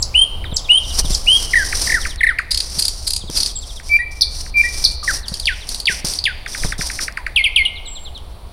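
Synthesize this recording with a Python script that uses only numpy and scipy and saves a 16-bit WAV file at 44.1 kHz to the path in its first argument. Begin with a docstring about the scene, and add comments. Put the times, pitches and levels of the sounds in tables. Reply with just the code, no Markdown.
"""Nightingale in foliage

A nightingale sings whistles, steep slurs and chucks as frequency-modulated tones with weak overtones.
Its dry clicks and rattles are short bursts of snaps, falling sweep and noise; foliage scatters the sound.
A second bird further off repeats a thin falling note, as a sine gliding at a constant rate in octaves.
Close by, filtered noise rustles against the hand-held microphone, with damped bumps and single slips,
over a low outdoor rumble and a wash of air and leaves, both made of coloured noise."""
import sys
import numpy as np
from scipy import signal
from scipy.fft import rfft, irfft, next_fast_len
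from scipy.io import wavfile
from scipy.ndimage import uniform_filter1d, minimum_filter1d

SR = 44100
rng = np.random.default_rng(int(sys.argv[2]) if len(sys.argv) > 2 else 0)


def unload_audio(sound):
    """Save the sound as a 16-bit wav file, at the path given as the first command line argument."""
    columns = np.transpose(np.atleast_2d(sound))
    # keep every value between -1 and 1, then stretch to whole-number steps
    steps = np.round(np.clip(columns, -1, 1) * 32767)
    wavfile.write(sys.argv[1], SR, steps.astype(np.int16))


N = 375732
TIME = np.arange(N) / SR
CUTOFF_HZ = 15800  # upper band limit


def from_db(db):
    """Decibel law: 20 dB is a tenfold amplitude."""
    return 10 ** (np.asarray(db) / 20)


def rms_one(x):
    """Normalisation to unit root-mean-square amplitude."""
    return x / np.sqrt(np.mean(x ** 2) + 1e-20)


def in_time(rows):
    """Linear interpolation of a control curve at every sample."""
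    times, values = np.transpose(rows)
    return np.interp(TIME, times, values)


def at_hz(points, hz):
    """Interpolation of a spectrum in dB along a logarithmic frequency axis."""
    freqs, levels = np.transpose(points)
    return np.interp(np.log(np.maximum(hz, 1)), np.log(freqs), levels)


def coloured(x, spectrum):
    """Linear filtering: each frequency component is multiplied by its gain."""
    size = next_fast_len(len(x))
    gain = from_db(at_hz(spectrum, np.fft.rfftfreq(size, 1 / SR)))
    return irfft(rfft(x, size) * gain, size)[:len(x)]


def drift(rate):
    """Random modulation: normal draws at the given rate per second, joined by straight lines."""
    knots = rng.standard_normal(N // 8)
    return np.interp(TIME * rate, np.arange(len(knots)), knots)


def butter(x, hz, kind, order=2):
    """Recursive filtering with a maximally flat passband."""
    sections = signal.butter(order, hz, kind, fs=SR, output="sos")
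    return signal.sosfilt(sections, x + 1e-18)


def add(track, s, sound):
    """Superposition: mix a sound into a track at time s."""
    start = max(round(s * SR), 0)
    part = sound[:max(N - start, 0)]
    track[start:start + len(part)] += part


# Level of the low rumble. Each row: time in seconds, level in dB before trim and flutter.
RUMBLE_LEVEL = [(0, -23.5), (.28, -28.5), (.45, -18), (.73, -30), (1.07, -16), (1.23, -23), (1.99, -22),
                (2.3, -27.5), (3.25, -28), (3.8, -30.5), (5.1, -24.5), (5.6, -29.5), (6.06, -29),
                (6.55, -29.5), (6.65, -15), (6.88, -28.5), (8.52, -30.5)]
# Spectrum of the rumble. Each row: frequency in Hz, gain in dB.
RUMBLE_COLOUR = [(15, 4), (30, 0), (50, -3.5), (66, -3), (85, -13), (130, -22), (250, -32.5), (600, -37.5)]
# Level of the wash of air and leaves. Each row: time in seconds, level in dB.
AIR_LEVEL = [(0, -39), (1.9, -39), (2.15, -45.5), (4.2, -45), (7.1, -42.5), (7.4, -43.5)]
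# Spectrum of the wash. Each row: frequency in Hz, gain in dB.
AIR_COLOUR = [(60, 9.5), (150, 3), (300, -1), (700, 4), (1100, 0.5), (1700, -11.5), (3000, -9.5),
              (4400, -6.5), (5600, -24), (7500, -24.5), (9500, -12.5), (12000, -22.5), (15500, -21.5)]


def outdoors(trim_db=-1.5, flutter_db=1.9):
    """Stationary noise shaped in spectrum and level: low rumble under a wash of air and leaves."""
    rumble = coloured(rng.standard_normal(N), RUMBLE_COLOUR + [(2000, -100)])
    rumble = rms_one(butter(rumble, 13.3, "high"))
    air = rms_one(coloured(rng.standard_normal(N), AIR_COLOUR))
    rumble_db = in_time(RUMBLE_LEVEL) + trim_db + flutter_db * drift(13)
    return from_db(rumble_db) * rumble + from_db(in_time(AIR_LEVEL)) * air


# Bumps on the microphone. Each row: start in seconds, level in dB before the common trim.
BUMPS = [(.523, -16.5), (.989, -17.5), (1.045, -15.5), (1.104, -13), (2.778, -22), (3.239, -26),
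         (3.296, -16.5), (5.318, -17.5), (5.896, -21), (6.045, -13.5), (6.648, -9.5), (6.792, -16)]


def bumps(thud_hz=160, thud_s=0.0051, knock_hz=420, knock_s=0.0062, knock=0.41, trim_db=1):
    """Damped oscillation: a heavily damped thud joined by a decaying burst of low-passed noise."""
    out = np.zeros(N)
    t = np.arange(SR // 10) / SR
    for s, db in BUMPS:
        thud = np.sin(2 * np.pi * thud_hz * t) * np.exp(-t / thud_s)
        crunch = rms_one(butter(rng.standard_normal(len(t)), knock_hz, "low")) * np.exp(-t / knock_s)
        add(out, s, from_db(db + trim_db) * (thud + knock * crunch))
    return out


# Single slips at the microphone. Each row: start in seconds, level in dB before the decay.
TICKS = [(2.159, -22.5), (3.3, -18), (6.049, -12), (7.124, -29), (8.178, -33)]


def ticks(decay_s=0.0013):
    """Impulsive excitation: short noise bursts with exponential decay and the colour of the rubbing."""
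    out = np.zeros(N)
    t = np.arange(SR // 100) / SR
    for s, db in TICKS:
        slip = rms_one(coloured(rng.standard_normal(len(t)), RUB_COLOUR))
        add(out, s, from_db(db) * slip * np.exp(-t / decay_s))
    return out


# First long rub. Each row: time in seconds, level of its hiss in dB before the trims.
LONG_RUB = [(0.78, -52), (0.854, -37.5), (0.974, -27.5), (0.994, -13.5), (1.028, -40), (1.056, -26.5),
            (1.068, -35.5), (1.118, -25.5), (1.22, -39.5), (1.45, -24.5), (1.47, -35), (1.778, -26),
            (1.828, -20), (1.86, -23), (2.108, -35), (2.18, -62)]
# Separate short rubs. Each row: start, hardest point and end in seconds, level at the hardest in dB
# before the common trim.
SHORT_RUBS = [(2.53, 2.79, 3.07, -29), (2.97, 3.044, 3.18, -33.5), (3.228, 3.24, 3.16, -22.5),
              (3.311, 3.37, 3.51, -23.5), (3.613, 3.702, 3.8, -35.5), (3.83, 3.868, 3.98, -36.5),
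              (4.11, 4.117, 4.38, -41.5), (4.292, 4.408, 4.49, -32), (4.572, 4.79, 4.94, -26),
              (5.033, 5.141, 5.185, -22), (5.258, 5.302, 5.75, -36.5), (5.67, 5.715, 5.8, -28),
              (5.885, 5.925, 5.99, -24.5), (6.047, 6.05, 6.17, -21), (6.48, 6.666, 6.72, -25),
              (6.782, 6.81, 6.99, -23), (7.001, 7.011, 7.062, -23)]


def rub_level(long_trim_db=3, rest_db=-63, swell_db=8.5, catch_db_per_s=4000, release_db_per_s=491):
    """Contact pressure as a level in dB: at each moment the strongest of all rubs and light contact."""
    s, db = np.transpose(LONG_RUB)
    long_rub = np.interp(TIME, s, db + long_trim_db, left=rest_db, right=rest_db)
    level = np.maximum(long_rub, rest_db)
    # a short rub catches quickly, swells to its hardest point and lets go more slowly
    for start, hardest, end, peak_db in SHORT_RUBS:
        swell = np.interp(TIME, [start, hardest, end], [-swell_db, 0, -swell_db])
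        catch = catch_db_per_s * np.maximum(start - TIME, 0)
        release = release_db_per_s * np.maximum(TIME - end, 0)
        level = np.maximum(level, peak_db + swell - (catch + release))
    return level


# Resonances of the microphone housing. Each row: frequency in Hz, gain in dB.
RUB_COLOUR = [(300, -10), (900, -14.5), (1800, -17.5), (3000, -16.5), (4000, -8), (4800, -0.5), (5800, 2.5),
              (6700, -12), (7900, -11.5), (9400, -2), (10800, -19), (12300, -15.5), (14200, -32),
              (15800, -32)]


def rustle(grain_db=-1.5, stick_db=2.5, trim_db=1):
    """Stick-slip friction: dense tiny slips hiss in the resonances of the microphone housing."""
    unevenness_db = grain_db * drift(1500) + stick_db * drift(110)
    slips = rng.standard_normal(N) * from_db(unevenness_db)
    return rms_one(coloured(slips, RUB_COLOUR)) * from_db(rub_level() + trim_db)


# Runs of the far bird. 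Each row: first and last note start in seconds, count of notes,
# note length in seconds, level in dB before the common trim.
FAR_RUNS = [(0.449, 0.901, 8, .026, -26.5), (1.047, 1.123, 2, .026, -23.5), (1.999, 2.266, 4, 0.046, -28),
            (3.204, 3.759, 9, .028, -29.5), (5.228, 5.604, 5, .044, -31), (6.46, 6.789, 6, .023, -31),
            (7.657, 8.146, 6, .042, -27.5)]


def far_notes():
    """Isochronous rhythm: an even beat within each run, as (start s, length s, dB)."""
    out = []
    for first, last, count, length, db in FAR_RUNS:
        out += [(s, length, db) for s in np.linspace(first, last, round(count))]
    return out


def far_bird(middle_hz=3500, octaves_per_s=15, trim_db=-1):
    """Exponential glide: all notes fall at one rate in octaves, so longer ones span more."""
    out = np.zeros(N)
    for s, length, db in far_notes():
        t = np.arange(round(length * SR)) / SR
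        pitch = middle_hz * 2 ** (octaves_per_s * (length / 2 - t))
        swell = np.sqrt(np.abs(np.sin(np.pi * t / length))) * (1 - .5 * t / length)
        tone = np.sin(2 * np.pi * np.cumsum(pitch) / SR)
        add(out, s, from_db(db + trim_db) * swell * tone)
    return out


# Spectrum of the echoes. Each row: frequency in Hz, gain in dB.
ECHO_COLOUR = [(900, -1), (1700, -1.5), (2350, 4), (3100, 3), (4400, 6.5), (5400, 3.5), (7000, 11.5),
               (10000, 9), (15000, -15)]


def foliage(x, near_db=-12, near_t60=0.14, far_db=-22, far_t60=0.88, dull_hz=5500):
    """Scattering by convolution: branches return sparse echoes, trees beyond a longer, duller tail."""
    t = np.arange(int(1.5 * SR)) / SR
    # about 2500 echoes a second, beginning after 2 ms; t60 is the time in seconds to fall by 60 dB
    branches = rng.standard_normal(len(t)) * (rng.random(len(t)) < 2500 / SR) * (t > .002)
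    near = branches * from_db(-60 * t / near_t60)
    tail = butter(rng.standard_normal(len(t)), dull_hz, "low")
    far = tail * from_db(-60 * t / far_t60) * (1 - np.exp(-t / 0.0022))
    echoes = from_db(near_db) * near / np.linalg.norm(near) + from_db(far_db) * far / np.linalg.norm(far)
    return signal.fftconvolve(x, coloured(echoes, ECHO_COLOUR))[:N]


# Rattles, a buzz and then three clicks. Each row: start in seconds, level in dB and treble gain in dB,
# both before the common trims.
RATTLES = [(2.507, -6, -10.5), (2.785, -5.5, -4.5), (3.067, -8, -4.5), (3.364, -6.5, -9)]
BUZZ_S, BUZZ_DB = 0.021, -2  # the level is against the clicks
RATTLE_FIRST_S, RATTLE_GAP_S, RATTLE_CLICK_S = .037, .029, 0.0058
# the clicks before a slur start light and end loud and dull: (dB, length s, treble dB), before trims
LIGHT_CLICK, DULL_CLICK = (-12.5, 0.0052, -6), (-7.5, 0.0046, -16.5)
LAST_CLICK_LEAD_S = .015
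# chucks open with a faint click: dB against the note, treble dB, both before trims; length s
CHUCK_CLICK_DB, CHUCK_CLICK_BRIGHT_DB, CHUCK_CLICK_S = -14.5, -8.5, 0.0046
# pips carry a faint bright buzz: dB against the note, treble dB, both before trims
PIP_BUZZ_DB, PIP_BUZZ_BRIGHT_DB = -27, 23


def click_pattern(count=3):
    """Temporal grouping of the clicks, as (start s, dB, length s, treble dB)."""
    out = []
    for s, db, bright_db in RATTLES:
        out.append((s, db + BUZZ_DB, BUZZ_S, bright_db))
        for k in range(count):
            out.append((s + RATTLE_FIRST_S + k * RATTLE_GAP_S, db, RATTLE_CLICK_S, bright_db))
    for s, _, gap, loud in SLURS:
        # counted backwards from the slur
        for k in range(count + 1):
            kind = DULL_CLICK if k < round(loud) else LIGHT_CLICK
            out.append((s - LAST_CLICK_LEAD_S - k * gap, *kind))
    for s, _, db in list(CHUCKS) + chuck_run():
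        out.append((s, db + CHUCK_CLICK_DB, CHUCK_CLICK_S, CHUCK_CLICK_BRIGHT_DB))
    for s, length, db in PIPS:
        out.append((s, db + PIP_BUZZ_DB, length, PIP_BUZZ_BRIGHT_DB))
    return out


# Spectrum of a click. Each row: frequency in Hz, gain in dB.
CLICK_COLOUR = [(1000, -32.5), (1700, -22.5), (2500, -17), (3400, -12), (4700, 11.5), (5500, -8),
                (7000, -10.5), (9400, -0.5), (12000, -10), (15500, -34)]


def clicks(top_hz=6000, fall_s=.0058, snap_hz=830, snap=0.94, sweep=0.69, rasp=1.0, jitter=0.038,
           decay_s=0.002, onset=0.3, bright_trim_db=5, trim_db=-1):
    """Pulse excitation: rough membrane snaps with a falling sweep; held longer, the snaps make a buzz."""
    out = np.zeros(N)
    t = np.arange(SR // 25) / SR
    for s, db, length, bright_db in click_pattern():
        unsteady = 1 + jitter * rms_one(butter(rng.standard_normal(len(t)), snap_hz, "low"))
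        # one impulse at each completed cycle
        cycles = np.floor(np.cumsum(snap_hz * unsteady) / SR)
        snaps = rms_one(np.diff(cycles, prepend=0))
        phase = 2 * np.pi * np.cumsum(top_hz * np.exp(-t / fall_s) * unsteady) / SR
        falling = np.sin(phase) + np.sin(2 * phase)
        source = snap * snaps + sweep * falling + rasp * rng.standard_normal(len(t))
        source = coloured(source, CLICK_COLOUR)
        source = coloured(source, [(5000, 0), (8000, bright_db + bright_trim_db)])
        # even out the running power, so that the swell alone sets the level
        source /= np.sqrt(2 * uniform_filter1d(source ** 2, size=130))
        # pressure builds through the click and then decays
        build = np.interp(t, [0, .0006, length / 2], [0, onset, 1])
        swell = build * np.exp(-np.maximum(t - 0.67 * length, 0) / decay_s)
        add(out, s, source * swell * from_db(db + trim_db))
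    return out


def note(s, db, length, start_hz, end_hz, bend, contour_db):
    """Frequency glide starting at time s, its level contour shifted by db."""
    return s, length, start_hz, end_hz, bend, *np.add(contour_db, db)


def lead_in(s, db, shape):
    """Glide continuity: a note that ends at time s, where the main note takes over."""
    return note(s - shape["length"], db, **shape)


# The song is built from a few note shapes: length in s, pitch in Hz. A glide with a large bend moves
# early and then settles, a negative one moves late; contour_db is the level at the start, a third,
# two thirds and the end. The levels in the rows below are added to it.

# Lone chucks. Each row: start in seconds, length in seconds, level in dB.
CHUCKS = [(.44, 0.014, -21), (1.726, .014, -10.5), (2.051, 0.016, -9.5), (2.386, 0.016, -7),
          (3.798, 0.00786, -27), (4.462, .008, -28.5)]
CHUCK = dict(start_hz=2652, end_hz=1140, bend=1.9, contour_db=(-6.5, -1, -11.5, -20.5))
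# a run of chucks slows a little and grows louder
RUN_START_S, RUN_GAP_S, RUN_SLOWING_S = 6.461, .0856, .00041
RUN_CHUCK_S, RUN_DB, RUN_GROWTH_DB = 0.01, -15.5, 0.51  # growth per chuck


def chuck_run(count=10):
    """Decelerating rhythm: chucks at widening gaps, each louder, as (start s, length s, dB)."""
    out = []
    for k in range(count):
        start = RUN_START_S + RUN_GAP_S * k + RUN_SLOWING_S * k * k
        out.append((start, RUN_CHUCK_S, RUN_DB + RUN_GROWTH_DB * k))
    return out


# "Tsip", a thin high tone that breaks into a steep drop. Each row: time of the drop in seconds,
# level in dB.
TSIPS = [(.022, -8.5), (.563, -5), (1.144, -8.5)]
TSIP_HOLD = dict(length=.022, start_hz=7300, end_hz=7630, bend=3, contour_db=(-24, -21, -20, -18))
TSIP_DROP = dict(length=.009, start_hz=8280, end_hz=3970, bend=.8, contour_db=(-12.5, -9, 3, -11.5))
# Rising whistles, each scooped into from below. 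Each row: start in seconds, top pitch in Hz,
# bend (no unit), level in dB.
WHISTLES = [(.152, 3180, 3, -1), (.697, 3213, 0.182, 0.5), (1.277, 3265, 1.56, -1)]
WHISTLE_SCOOP = dict(length=.011, start_hz=2266, end_hz=2790, bend=0.462, contour_db=(-24.5, -22, -15, -10))
WHISTLE = dict(length=.088, start_hz=2824, contour_db=(-7, -4.5, -9, -9.5))
# Piping calls, a nearly level tone, a lower one, then a sharp flick up and down. Each row: start in
# seconds, opening pitch in Hz, time of the flick's top in seconds.
PIPINGS = [(3.893, 2315, 4.215), (4.541, 2358, 4.846)]
PIPE = dict(length=.074, end_hz=2354, bend=-0.97, contour_db=(-27.5, -10.5, -7.5, -6))
PIPE_LOW_AFTER_S = .096
PIPE_LOW = dict(length=.03, start_hz=1896, end_hz=1978, bend=-2.18, contour_db=(-21, -15.5, -17.5, -12.5))
FLICK_UP = dict(length=.0056, start_hz=3525, end_hz=6110, bend=2, contour_db=(-15, -8, -10, -32))
FLICK_DOWN = dict(length=0.017, start_hz=6230, end_hz=3500, bend=2.6, contour_db=(-20, 2, -16, -13.5))
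# Loud closing swoops, each entered steeply from above. Each row: start in seconds, length in seconds,
# end pitch in Hz, bend (no unit).
SWOOPS = [(7.362, 0.058, 2112, 4.25), (7.441, 0.04, 2035, 1.7), (7.562, .065, 2110, 5),
          (7.653, .012, 2835, 2.7)]
SWOOP_ENTRY = dict(length=0.00198, start_hz=4400, end_hz=3450, bend=0.93, contour_db=(-24, -17, -17, -15))
SWOOP = dict(start_hz=3370, contour_db=(-4.5, -12, -9, -15.5))
# Stuttered pips. Each row: start in seconds, length in seconds, level in dB.
PIPS = [(1.534, .014, -5), (1.872, 0.0099, -11), (1.896, 0.013, -7), (1.92, 0.012, -7.5),
        (2.207, 0.01094, -8.5), (2.232, 0.018, -3), (2.267, 0.015, -5.5)]
PIP = dict(start_hz=2280, end_hz=1720, bend=1.8, contour_db=(-8, -2, -4, -8.5))
# Long falls, as at the end of a stutter. Each row: start in seconds, length in seconds,
# end pitch in Hz, level in dB.
FALLS = [(1.556, 0.079, 1520, -8), (1.942, 0.048, 1300, -10.5), (2.29, .035, 1231, -10.5),
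         (5.078, 0.039, 1295, -10)]
FALL = dict(start_hz=2000, bend=.6, contour_db=(4, -2.5, -7.5, -15))
# Long slurs that level out low, each led in by four clicks. Each row: start in seconds, level in dB,
# gap between the clicks in seconds, count of loud clicks.
SLURS = [(5.47, -8.5, 0.058, 1), (5.87, -7, .0554, 1), (6.254, -10, .052, 2)]
SLUR = dict(length=.068, start_hz=3720, end_hz=1450, bend=5.1, contour_db=(1, -5, -17, -21.5))
# Thin high whistles. Each row: start in seconds, length in seconds, level in dB.
THIN_NOTES = [(3.556, .035, -19), (7.86, 0.1926, -34.5)]
THIN = dict(start_hz=7760, end_hz=7540, bend=2.82, contour_db=(-3, 0.5, -5, -9))
# Soft low notes between the loud ones. Each row: start in seconds, start pitch in Hz, level in dB.
LOW_NOTES = [(5.029, 1230, -31.5), (6.835, 998, -40.5), (7.185, 1038, -37.5)]
LOW_NOTE = dict(length=.031, bend=0.98, contour_db=(8, -1, 2, -1))
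LOW_SAG = .925  # end pitch over start pitch


def notes():
    """Decomposition of the song: every syllable spelled out as frequency glides."""
    out = []
    for s, db in TSIPS:
        out += [lead_in(s, db, TSIP_HOLD), note(s, db, **TSIP_DROP)]
    for s, top_hz, bend, db in WHISTLES:
        out += [lead_in(s, db, WHISTLE_SCOOP), note(s, db, end_hz=top_hz, bend=bend, **WHISTLE)]
    for s, hz, flick_s in PIPINGS:
        out += [note(s, 0, start_hz=hz, **PIPE), note(s + PIPE_LOW_AFTER_S, 0, **PIPE_LOW)]
        out += [lead_in(flick_s, 0, FLICK_UP), note(flick_s, 0, **FLICK_DOWN)]
    for s, length, end_hz, bend in SWOOPS:
        out += [lead_in(s, 0, SWOOP_ENTRY), note(s, 0, length, end_hz=end_hz, bend=bend, **SWOOP)]
    out += [note(s, db, length, **PIP) for s, length, db in PIPS]
    out += [note(s, db, length, end_hz=end_hz, **FALL) for s, length, end_hz, db in FALLS]
    out += [note(s, db, **SLUR) for s, db, *_ in SLURS]
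    out += [note(s, db, length, **THIN) for s, length, db in THIN_NOTES]
    out += [note(s, db, start_hz=hz, end_hz=hz * LOW_SAG, **LOW_NOTE) for s, hz, db in LOW_NOTES]
    out += [note(s, db, length, **CHUCK) for s, length, db in list(CHUCKS) + chuck_run()]
    return out


# Overtones of the voice. Each row: multiple of the pitch, level in dB before the beak's colour.
OVERTONES = [(2, -20.5), (3, -21.5), (4, -45), (5, -33.5)]
# Resonance of the beak. Each row: frequency in Hz, gain in dB.
BEAK_COLOUR = [(2500, -19.5), (4700, 0.5), (6200, -28.5), (7200, -30.5), (9500, 7), (12000, 0.5),
               (16000, -19)]


def song(waver=0.0034, flutter_db=2.2, edge_s=0.0012, release_s=0.0013):
    """Frequency modulation of one near-sine voice, with overtones weighted by the beak's resonance."""
    pitch, loudness = np.full(N, np.nan), np.zeros(N)
    for s, length, start_hz, end_hz, bend, *levels in notes():
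        at = np.flatnonzero((TIME >= s) & (TIME < s + length))
        u = np.linspace(0, 1, len(at))
        curve = bend + 1e-6
        travelled = np.expm1(-curve * u) / np.expm1(-curve)
        pitch[at] = start_hz + (end_hz - start_hz) * travelled
        loudness[at] = from_db(np.interp(u, np.linspace(0, 1, len(levels)), levels))
    # pitch bridges the silences so that the phase stays continuous
    sung = np.isfinite(pitch)
    pitch = np.interp(TIME, TIME[sung], pitch[sung]) * (1 + waver * drift(300))
    phase = 2 * np.pi * np.cumsum(pitch) / SR
    voice = np.sin(phase)
    for multiple, db in OVERTONES:
        k = round(multiple)
        gain = from_db(db + at_hz(BEAK_COLOUR, k * pitch))
        voice += np.sin(k * phase) * gain * (k * pitch < CUTOFF_HZ)
    # the membranes take a moment to come to rest after each note
    sinking = TIME / release_s
    loudness = np.exp(np.maximum.accumulate(np.log(loudness + 1e-9) + sinking) - sinking)
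    smooth = uniform_filter1d(loudness, max(round(edge_s * SR), 2))
    return voice * smooth * from_db(flutter_db * drift(150))


def scene():
    """Superposition of both birds, their echoes in the trees and the noises at the microphone."""
    birds = song() + clicks() + far_bird()
    handling = rustle() + ticks() + bumps()
    return (birds + foliage(birds) + handling + outdoors())[None]


def record(dry, release_db_per_s=1500):
    """Peak limiting and band limiting: fast gain reduction above full scale, then a steep low-pass."""
    over_db = 20 * np.log10(np.maximum(np.abs(dry[0]), 1))
    release_db = release_db_per_s * TIME
    held_db = np.maximum.accumulate(over_db + release_db) - release_db
    # look about and smooth over 45 samples, near 1 ms
    gain = uniform_filter1d(minimum_filter1d(from_db(-held_db), size=45), size=45)
    low_pass = signal.ellip(12, .1, 110, CUTOFF_HZ, fs=SR, output="sos")
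    return signal.sosfilt(low_pass, dry * gain)


dry = scene()
out = record(dry)
unload_audio(out)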